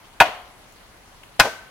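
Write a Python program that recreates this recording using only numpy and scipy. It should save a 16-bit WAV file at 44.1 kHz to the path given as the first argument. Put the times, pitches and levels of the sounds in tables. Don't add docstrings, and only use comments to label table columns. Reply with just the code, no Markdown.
import sys
import numpy as np
from scipy import signal
from scipy.io import wavfile

SR = 44100
rng = np.random.default_rng(int(sys.argv[2]) if len(sys.argv) > 2 else 0)


def to_wav(s):
    ch = np.atleast_2d(s).T
    pcm = np.round(np.clip(ch, -1, 1) * 32767)
    wavfile.write(sys.argv[1], SR, pcm.astype(np.int16))


N = 74970


def from_db(db):
    return 10 ** (np.asarray(db) / 20)


def rms_one(x):
    return x / np.sqrt(np.mean(x ** 2) + 1e-20)


def at_hz(table, hz, column=1):
    table = np.array(table)
    return np.interp(np.log(hz), np.log(table[:, 0]), table[:, column])


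def pan_left(db):
    return from_db([[db], [-db]])


def fade(start, t60):
    age = np.arange(N) / SR - start
    return (age >= 0) * from_db(-60 * np.maximum(age, 0) / t60)


def drift(hz):
    r = np.exp(-2 * np.pi * hz / SR)
    return rms_one(signal.lfilter([1], [1, -2 * r, r * r], rng.standard_normal(2 * N))[N:])


def ring(push, hz, t60):
    decay, turn = from_db(-60 / (t60 * SR)), 2 * np.pi * hz / SR
    return signal.lfilter([0, np.sin(turn)], [1, -2 * decay * np.cos(turn), decay ** 2], push + 1e-18)


def struck(times, levels_db, tones):
    clicks = np.zeros(N)
    clicks[(times * SR).astype(int)] = from_db(levels_db)
    return sum((-1) ** k * from_db(db) * ring(clicks, hz, t60) for k, (hz, db, t60) in enumerate(tones))


def half_octave(x, hz):
    half = 2 ** .25
    return signal.sosfilt(signal.butter(2, [hz / half, hz * half], "band", fs=SR, output="sos"), x)


def noise_bands(likeness):
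    white = rng.standard_normal((2, 2, N))
    for k, hz in enumerate(30 * 2 ** (np.arange(19) / 2)):
        mid, side = half_octave(white[k % 2], hz)
        alike = np.clip(at_hz(likeness, hz), -1, 1)
        yield hz, np.sqrt((1 + alike) / 2) * mid + np.sqrt((1 - alike) / 2) * side * [[1], [-1]]


# f/Hz, level/dB
HUSH_COLOUR = [(25, 3), (45, -5), (100, -6.5), (250, -10.5), (450, -11.5), (950, -10), (1500, -13.5),
               (3000, -17), (6500, -25), (10500, -28), (15500, -32.5)]
# f/Hz, likeness
HUSH_LIKENESS = [(60, 0.92), (240, 0.56), (950, 0.45), (3770, -0.14), (15000, 0.016)]
def hush(level_db=-49.5, flicker_db=1.2):
    bands = (from_db(at_hz(HUSH_COLOUR, hz) + flicker_db * drift(hz=14)) * band
             for hz, band in noise_bands(HUSH_LIKENESS))
    return from_db(level_db) * rms_one(sum(bands))


def insects(hz=10650, width_hz=760, level_db=-67.5):
    band = signal.butter(2, [hz - width_hz / 2, hz + width_hz / 2], "band", fs=SR, output="sos")
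    return from_db(level_db) * rms_one(signal.sosfilt(band, rng.standard_normal((2, N))))


# t/s, level/dB, f/Hz, fade time/s, hiss compared with ring/dB
SCUFFS = [(0.04, -55, 3200, .4, -7), (0.722, -55, 7500, .04, 5), (0.76, -56, 4500, .25, -5),
          (1.234, -42, 3050, .035, -3)]
def handling():
    out = 0
    for start, db, hz, t60, hiss_db in SCUFFS:
        hiss = rng.standard_normal((2, N))
        ringing = rms_one(ring(hiss, hz, t60=.005))
        out += from_db(db) * fade(start, t60) * (ringing + from_db(hiss_db) * hiss)
    return out


# f/Hz, level/dB, fade time/s
POLE_TONES = [(626.4, -16.5, .19), (673, -21, 0.179), (709, -9.5, .14), (722.5, -31, .7),
              (770.3, -7, 0.094), (932, -3, 0.076), (1032, -16, 0.11), (1109, -16, 0.1)]
def pole(times, levels_db, split_s=1.3, split_pitch=.885):
    split = times > split_s
    lowered = [(hz * split_pitch, db, t60) for hz, db, t60 in POLE_TONES]
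    whole = struck(times[~split], levels_db[~split], POLE_TONES)
    return whole + struck(times[split], levels_db[split], lowered)


# f/Hz, likeness
BURST_LIKENESS = [(60, 1), (700, 1), (2000, 0.83), (5000, 0.26), (14000, 0.48)]
def bursts(times, levels_db, colour, t60):
    noise = rms_one(sum(from_db(at_hz(colour, hz)) * band for hz, band in noise_bands(BURST_LIKENESS)))
    power = sum((from_db(db) * fade(start, t60)) ** 2 for start, db in zip(times, levels_db))
    return noise * np.sqrt(power)


# t/s, then level/dB of pole, block, blade, crack, rasp, thump
BLOW_CONTACTS = [(0.2015, -21.5, -8, -38, -25, -12, -37.5), (0.2023, -31.5, -6.5, -28, -25, -7, -35),
                 (0.2070, 3, -12.5, -28, -31, -11, -16.5), (0.2172, -21, -12.5, -44, -28, -17, -37),
                 (1.3938, -13, -40, -57, -34, -24, -49), (1.3979, -7, -5, -4, 0, -9.5, -21.5),
                 (1.4056, -29, -20.5, -1, -13.5, -13, -18.5)]
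# f/Hz, level/dB, fade time/s
BLOCK_TONES = [(1460, -7, 0.083), (1622, -1.5, 0.066), (1770, -3.5, .04), (2074, -9.5, 0.043),
               (2130, -14.5, .04), (2240, -36, 0.039), (2473, -9.5, 0.095), (2624, -9, 0.07),
               (2940, -28, 0.026), (3210, -31, 0.028), (3293, -12, 0.033), (3940, -23.5, 0.0097)]
BLADE_TONES = [(1046, -15, 0.086), (1499, -18, 0.4), (1513, -8, 0.091), (1510, -34, 1), (1533.7, -31, 0.73),
               (1562, -28.5, 0.41), (2589, -33.5, 0.071)]
THUMP_TONES = [(59, 0.5, 0.05), (139.5, -3, 0.044), (306.6, -6, 0.097), (416, -5, 0.029)]
# f/Hz, level/dB
CRACK_COLOUR = [(200, -18), (700, 2), (1500, -1.5), (2700, -6.5), (4500, 1.5), (6500, -17), (11000, -13),
                (16000, -34.5)]
RASP_COLOUR = [(200, -14.5), (600, -4.5), (1100, -1), (1700, 2), (2700, -4.5), (3800, -9.5), (6000, -21.5),
               (14000, -25.5)]
def blows():
    times, pole_db, block_db, blade_db, crack_db, rasp_db, thump_db = np.transpose(BLOW_CONTACTS)
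    block = struck(times, block_db, BLOCK_TONES)
    blade = struck(times, blade_db, BLADE_TONES)
    thump = struck(times, thump_db, THUMP_TONES)
    crack = bursts(times, crack_db, CRACK_COLOUR, t60=.027)
    rasp = bursts(times, rasp_db, RASP_COLOUR, t60=.078)
    return pole(times, pole_db) + block + blade + thump + crack + rasp


# t/s, level/dB
KNOCK_CONTACTS = [(1.435, -23), (1.449, -23.5), (1.455, -20), (1.465, -24.5), (1.474, -29)]
# f/Hz, level/dB
KNOCK_COLOUR = [(40, -42), (150, -5.5), (300, -9), (550, 2), (850, 5), (1200, -12), (3000, -30),
                (10000, -50)]
def knocks(pole_offset_db=-1):
    times, db = np.transpose(KNOCK_CONTACTS)
    return bursts(times, db, KNOCK_COLOUR, t60=.063) + pole(times, db + pole_offset_db)


def echo_shape(table, hz, delay_s):
    shape = fade(delay_s, at_hz(table, hz, column=2))
    return from_db(at_hz(table, hz)) * shape / np.linalg.norm(shape)


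# f/Hz, likeness
YARD_LIKENESS = [(60, .9), (300, .6), (700, 0.85), (1500, 0.1), (4000, 0), (14000, .1)]
# f/Hz, level/dB, fade time/s
TIMBER_ECHOES = [(60, -21, 0.098), (401.6, -7.5, 0.096), (890, -14, 0.034), (2000, -11.5, 0.034),
                 (4970, -8, 0.064), (14200, -11, 0.03)]
def near_echoes(x):
    echoes = sum(band * echo_shape(TIMBER_ECHOES, hz, delay_s=.002)
                 for hz, band in noise_bands(YARD_LIKENESS))
    return signal.fftconvolve(x[None], echoes, axes=1)[:, :N]


# f/Hz, level/dB, fade time/s
YARD_TAIL = [(60, -25, 0.42), (250, -13.5, 0.3), (696, -19, 0.64), (1390, -17.5, 0.62), (2670, -15, 0.55),
             (6000, -11, 0.42), (14000, -14.5, 0.55)]
WALL_CLUSTER = [(60, -26, 0.11), (250, -15.5, 0.12), (800, -32.5, 0.066), (2490, -19.5, 0.064),
                (14000, -27.5, 0.089)]
def far_echoes(x):
    out = 0
    for hz, band in noise_bands(YARD_LIKENESS):
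        tail = echo_shape(YARD_TAIL, hz, delay_s=.011)
        wall = echo_shape(WALL_CLUSTER, hz, delay_s=.051)
        power = signal.fftconvolve(half_octave(x, hz) ** 2, tail ** 2 + wall ** 2)[:N]
        out += rms_one(band) * np.sqrt(np.abs(power))
    return out


def scene():
    work = blows() + knocks() + handling()
    mono = work.mean(axis=0)
    echoes = near_echoes(mono) + far_echoes(mono)
    return pan_left(1.2) * work + pan_left(.9) * echoes + pan_left(.62) * (hush() + insects())


def record(dry, hardness=6.6, crackle_db=-20, crackle_hz=3000, cutoff_hz=16000):
    flattened = dry / (1 + np.abs(dry) ** hardness) ** (1 / hardness)
    bass_cut = signal.butter(1, crackle_hz, "high", fs=SR, output="sos")
    grit = signal.sosfilt(bass_cut, rng.standard_normal((2, N)))
    crackle = from_db(crackle_db) * np.tanh(np.abs(dry - flattened)) * grit
    treble_cut = signal.ellip(10, .1, 70, cutoff_hz, fs=SR, output="sos")
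    return signal.sosfilt(treble_cut, flattened + crackle)


dry = scene()
out = record(dry)
to_wav(out)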